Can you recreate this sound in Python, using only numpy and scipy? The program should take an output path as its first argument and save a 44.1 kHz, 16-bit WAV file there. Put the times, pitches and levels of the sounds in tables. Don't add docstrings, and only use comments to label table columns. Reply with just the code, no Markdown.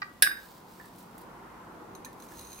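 import sys
import numpy as np
from scipy import signal
from scipy.fft import rfft, irfft, next_fast_len
from scipy.io import wavfile
from scipy.ndimage import uniform_filter1d

SR = 44100
rng = np.random.default_rng(int(sys.argv[2]) if len(sys.argv) > 2 else 0)


def to_wav(s):
    ch = np.atleast_2d(s).T
    pcm = np.round(np.clip(ch, -1, 1) * 32767)
    wavfile.write(sys.argv[1], SR, pcm.astype(np.int16))


def invert_db(x):
    u = np.asarray(x, float) / 20
    return 10 ** u


N = 114660
T = np.arange(N) / SR

# pitch_hz, level_db, t60_s
JAR_MODES = [(1392, -30, 0.11), (1546, -16.5, 0.2285), (1622, -6, 0.1), (1658, -6, .09),
             (1794, -11.5, 0.11), (1900, -22.5, 0.24), (1980, -27.5, 0.18), (2083, -19.5, 0.052),
             (2190, -28.5, 0.13), (2495, -19.5, 0.084), (2710, -29, 0.066)]
# pitch_hz, level_db, t60_s
SPOON_MODES = [(3860, -12, 0.087), (4520, -18, .06), (5120, -2, 0.092), (5300, -5.5, 0.089),
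               (5800, -15, 0.086), (8315, -2, 0.089), (8930, -8.5, 0.06), (10590, 2, 0.042),
               (11300, -13, 0.063), (12755, -0.5, 0.063), (14420, -7, .07)]
# pitch_hz, level_db, t60_s
TAIL_MODES = [(3775, -13, 0.33), (4930, -16, .3), (8538, -17, 0.5), (12800, -19, .45)]
# start_s, jar_db, spoon_db, crack_db
CLINKS = [
    (.2229, -9, -22, -3),
    (.2247, -30, -28.5, -15),
    (.2308, -32, -56, -19),
    (.2647, -24, -67, -38.5),
    (.274, -36, -47, -50),
    (.3026, -35, -71, -52.5),
    (.3156, -25.5, -57, -35),
    (.3695, -35.5, -62, -52),
    (.39, -49, -67, -55),
]
# start_s, level_db
SNICK = [
    (.2229, 6.5),
]
# freq_hz, level_db per Hz
CRACK_COLOUR = [(300, -57), (1200, -17), (3270, -5), (4870, -7), (6900, -21.5), (10600, -3), (12000, -22.5),
                (14000, -9), (15800, -14.5)]
# pitch_hz, level_db, t60_s
LID_MODES = [(826, -14, .03), (1144, -3, 0.055), (1250, -9, 0.052), (1550, 1, 0.015), (1938, 1.5, 0.1),
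             (1940, -1.5, 0.033), (2300, -8, 0.02), (2740, -10.5, 0.013), (3836, -20, 0.02),
             (4630, -6, 0.015), (5170, -18, 0.014)]
# start_s, level_db
LID_KNOCKS = [
    (.018, -34),
    (.0205, -29),
    (.029, -32),
    (.043, -48.5),
]
# start_s, level_db, pitch_hz,
# t60_s
THUDS = [(.2229, -32, 750, 0.046), (.2229, -41, 480, 0.015), (0.264, -42.5, 1148, 0.15),
         (.2647, -22, 1630, .035), (.273, -26, 1640, .03), (.312, -33, 1615, .06), (0.803, -56, 960, .03),
         (1.153, -51, 810, .08), (2.0467, -54, 2450, 0.027), (2.588, -51, 2440, 0.027),
         (1.18, -57, 1900, 0.033), (2.062, -43, 1783, 0.057), (2.32, -47.5, 1750, 0.041)]
# pitch_hz, level_db, t60_s
DAMPED_WALL_MODES = [(960, 2.5, 0.03), (1410, -1, .02), (1750, -3.5, 0.1), (1870, 4.5, 0.032)]
TOUCH_S = [.7985, .808, .822, .842, .856]
TOUCH_DB = [-46.5, -51, -65, -53.5, -55]
# start_s, level_db
SCOOP = [
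    (.3, -71),
    (.42, -56.5),
    (.55, -58.5),
    (.62, -65.5),
    (.85, -61.5),
    (1.0, -61.5),
    (1.1, -71),
    (1.22, -61.5),
    (1.32, -89),
]
# freq_hz, level_db per Hz
OATS_COLOUR = [(1500, -17.5), (2800, -4.5), (4700, 0.5), (6500, -6), (8200, -3), (10500, -7.5),
               (13000, -2.5), (15500, -2)]
# start_s, level_db, centre_hz, length_s
SNAPS = [
    (.548, -67, 4900, 0.0028),
    (0.736, -52, 9000, .005),
    (0.857, -52, 11000, 0.0075),
    (0.96, -52, 11000, .004),
    (0.985, -49.5, 12070, 0.011),
    (1.027, -55, 12000, 0.0081),
    (1.111, -55, 11950, 0.0026),
    (1.18, -44.5, 12300, 0.0058),
    (1.215, -48.5, 11800, 0.0037),
]
# pitch_hz, level_db, t60_s
BOWL_MODES = [(2465, -6, 0.022), (3857, -7, 0.064), (4086, 1, 0.034), (4500, -10, .02), (6370, -1, 0.069),
              (6694, -11, 0.088), (8030, -9, 0.031), (9400, -13.5, 0.028), (9600, -6.5, 0.14),
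              (10400, -19, 0.029), (11000, -14, 0.02), (12600, -20, 0.043), (13040, 0.5, 0.046),
              (13950, -16, .02)]
# start_s, ring_db, tick_db
FLAKES = [(1.951, -51.5, -56), (2.0476, -46, -50), (2.054, -70, -47), (2.1294, -71, -53.5),
          (2.2002, -57, -57), (2.2222, -55, -51), (2.287, -60, -62), (2.371, -57, -65), (2.382, -57, -58),
          (2.3923, -49.5, -56), (2.41, -53, -63), (2.433, -64, -62), (2.448, -55.5, -62),
          (2.4576, -59, -61), (2.47, -54.5, -60), (2.505, -59, -63), (2.5185, -53, -56),
          (2.5295, -49.5, -47), (2.545, -55, -55), (2.556, -63, -57), (2.566, -66, -62), (2.579, -56, -62),
          (2.59, -54, -56)]
# start_s, heap_hiss_db, bare_china_db
POUR = [
    (2.15, -70, -110),
    (2.28, -59, -110),
    (2.35, -56, -86),
    (2.4, -53, -84),
    (2.44, -58, -87),
    (2.49, -56.5, -89),
    (2.53, -59, -84),
    (2.6, -59, -85),
]
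# start_s, level_db
RUMBLE = [
    (2.25, -92),
    (2.38, -56),
    (2.5, -63),
    (2.6, -65),
]
# freq_hz, level_db per Hz
CAR_COLOUR = [(59, -46), (100, -9.5), (245, -5.5), (279, -4.5), (609, -10), (845, -5), (1350, -9.5),
              (3000, -33), (3900, -48.5), (6600, -120)]
# start_s, level_db, tilt_db per octave
PASSING = [
    (0, -67, -8),
    (.5, -56.5, 0.5),
    (.9, -56.5, -1.5),
    (1.2, -51.5, -0.5),
    (1.6, -51.5, 1.5),
    (1.9, -49.5, -1),
    (2.2, -51, -1.5),
    (2.6, -54, -1.5),
]
# freq_hz, level_db per Hz
HOUSE_COLOUR = [(15, -22), (25, -10), (236, -3.5), (277, -5), (405, -15), (545, -9), (936, -12.5),
                (1650, -17), (16000, -33.5)]
# pitch_hz, width_hz, boost_db
KITCHEN_MODES = [(103.5, 15, 3), (184, 17, 7), (235, 42, 3), (319.4, 27, 6), (384, 47, 5.5), (476, 38, 5),
                 (956, 285, 4)]


def level(x, db):
    return x * invert_db(db) / np.sqrt(np.mean(x ** 2))


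def curve(rows, axis=1):
    rows = np.array(rows)
    return np.interp(T, rows[:, 0], rows[:, axis])


def colour(x, points):
    size = next_fast_len(N + 4096)
    f = np.arange(size // 2 + 1) * SR / size + 1e-3
    p = np.array(points)
    gain = invert_db(np.interp(np.log(f), np.log(p[:, 0]), p[:, 1]))
    return irfft(rfft(x, size) * gain, size)[..., :N]


def band(x, hz, width):
    return signal.lfilter(*signal.iirpeak(min(hz, .45 * SR), hz / width, fs=SR), x)


def walk(rate):
    k = int(SR / rate)
    held = np.repeat(rng.standard_normal(N // k + 1), k)
    return 1.3 * uniform_filter1d(uniform_filter1d(held, k), k)[:N]


def pulses(rows, axis=1):
    rows = np.array(rows)
    x = np.zeros(N)
    np.add.at(x, (rows[:, 0] * SR).astype(int), invert_db(rows[:, axis]))
    return x


def ring(x, modes, spread, partner_db, count=4):
    uneven_rad, onset_fade_s, partner_life = 0.76, 0.00033, 0.54
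    t, shape = T[:SR // 2], 0
    for k, (hz, db, t60) in enumerate(modes):
        c = rng.standard_normal((5, count))
        partner_hz = hz * (1 + spread * c[0, :, None])
        partners = np.sin(2 * np.pi * partner_hz * t) * invert_db(-60 * t / (partner_life * t60))
        sides = c[1:3] + .5 * c[3]
        lead = uneven_rad * np.sign(c[4, 0]) * np.array([[1], [-1]])
        main = (-1) ** k * np.sin(2 * np.pi * hz * t + lead) * invert_db(-60 * t / t60)
        shape = shape + invert_db(db) * (main + invert_db(partner_db) * sides @ partners)
    shape = shape * np.clip(t / onset_fade_s, 0, 1)
    y = signal.fftconvolve(x[None], shape, axes=1)[:, :N]
    lowest_hz = min(m[0] for m in modes)
    return signal.sosfilt(signal.butter(3, 0.8 * lowest_hz, "high", fs=SR, output="sos"), y)


def burst(x, length_s):
    envelope = signal.lfilter([1], [1, -np.exp(-1 / (length_s * SR))], x)
    return envelope * rng.standard_normal(N)


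def grains(per_s, spread_db):
    c = rng.random((3, N))
    hit = c[0] < per_s / SR
    size = invert_db(-spread_db * np.log(c[2] + .004))
    return level(hit * np.sign(c[1] - .5) * size, 0)


def clinks():
    crack = burst(pulses(CLINKS, axis=3), 0.0049) + burst(pulses(SNICK), 0.00025)
    glass = ring(pulses(CLINKS), JAR_MODES, 0.028, -17.5)
    steel = ring(pulses(CLINKS, axis=2), SPOON_MODES, 0.023, -1)
    return glass + steel + colour(crack, CRACK_COLOUR)


def lid_knock():
    return ring(pulses(LID_KNOCKS), LID_MODES, 0.1, -10.0)


def wall_touches():
    return ring(pulses(np.c_[TOUCH_S, TOUCH_DB]), DAMPED_WALL_MODES, 0.025, -4.5)


def short_thuds():
    return sum(ring(pulses([(s, db)]), [(hz, 0, t60)], 0.022, 0.64) for s, db, hz, t60 in THUDS)


def scoop():
    rustle = level(colour(grains(2500, spread_db=3.), OATS_COLOUR), 0)
    return rustle * invert_db(curve(SCOOP) + 1.5 * walk(25))


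def snaps():
    return sum(band(burst(pulses([(s, db + 0.5)]), length), hz, 0.58 * hz) for s, db, hz, length in SNAPS)


def jar():
    hits = clinks() + lid_knock() + wall_touches() + short_thuds()
    rustle = scoop()
    snapping = snaps()
    tails = ring(pulses(CLINKS, axis=2) + invert_db(-36.5) * rustle, TAIL_MODES, .004, -12)
    return hits + rustle + snapping + tails


def bowl():
    pouring = T > 2.1
    strikes = grains(450, spread_db=1.5) * invert_db(curve(POUR, axis=2)) * pouring
    hiss = grains(1600, spread_db=-2.5) * invert_db(curve(POUR) + 2.7 * walk(29.98)) * pouring
    china = ring(pulses(FLAKES) + strikes, BOWL_MODES, .025, -3)
    ticks = burst(pulses(FLAKES, axis=2), 0.0051)
    return china + band(ticks + hiss, 8200, 18200)


def table_rumble():
    boom = band(band(rng.standard_normal(N), 70, 120), 70, 120)
    return level(boom, 0) * invert_db(curve(RUMBLE))


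def room(x):
    t60_low_s, t60_high_s, gap_s, room_db = 0.36, 0.21, 0.0023, -5.5
    t = T[:SR // 2]
    noise = rng.standard_normal((2, len(t)))
    low = signal.lfilter(*signal.butter(2, 2500, fs=SR), noise)
    tail = low * invert_db(-60 * t / t60_low_s) + (noise - low) * invert_db(-60 * t / t60_high_s)
    tail = tail * np.clip(t / gap_s - 1, 0, 1)
    tail = invert_db(room_db) * tail / np.sqrt(np.sum(tail ** 2) / 2)
    return signal.fftconvolve(x[None], tail, axes=1)[:, :N]


def wide(points):
    alike_hz = 1620
    mid, side = rng.standard_normal((2, N))
    high = signal.lfilter(*signal.butter(1, alike_hz / 2, "high", fs=SR), side)
    side = 0.1 * side + 0.83 * high
    return colour(np.array([mid + side, mid - side]), points)


def car():
    noise = wide([(40, -25.5)] + list(CAR_COLOUR) + [(6000, -62.0)])
    tilt = curve(PASSING, axis=2)
    passing = 0
    for hz in 125 * 2. 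** np.arange(0, 4.6, .5):
        gain = invert_db(tilt * np.log2(hz / 500) + 1.5 * walk(6))
        passing = passing + band(noise, hz, hz / 3) * gain
    return level(passing, 0) * invert_db(curve(PASSING))


def background():
    x = car() + level(wide(HOUSE_COLOUR), -58)
    x = x + sum((invert_db(db) - 1) * band(x, hz, width) for hz, width, db in KITCHEN_MODES)
    hiss = level(band(rng.standard_normal((2, N)), 12900, 4000), -72)
    hum = level(band(rng.standard_normal(N), 52.6, 4.1), -68.5)
    return x + hiss + hum


def scene():
    side = np.array([[.5], [-.5]])
    at_jar, at_bowl = jar(), bowl()
    rumble = table_rumble()
    direct = at_jar * invert_db(-3.5 * side) + at_bowl * invert_db(-4 * side)
    echoes = room((at_jar + at_bowl).mean(axis=0))
    return direct + echoes + background() + rumble


def band_limit(x):
    return signal.sosfilt(signal.butter(12, 16530, fs=SR, output="sos"), x)


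def record(dry):
    x = signal.sosfilt(signal.ellip(6, .3, 30, 15750, fs=SR, output="sos"), dry)
    mix = np.clip(x, -1, 1)
    return band_limit(mix)


dry = scene()
out = record(dry)
to_wav(out)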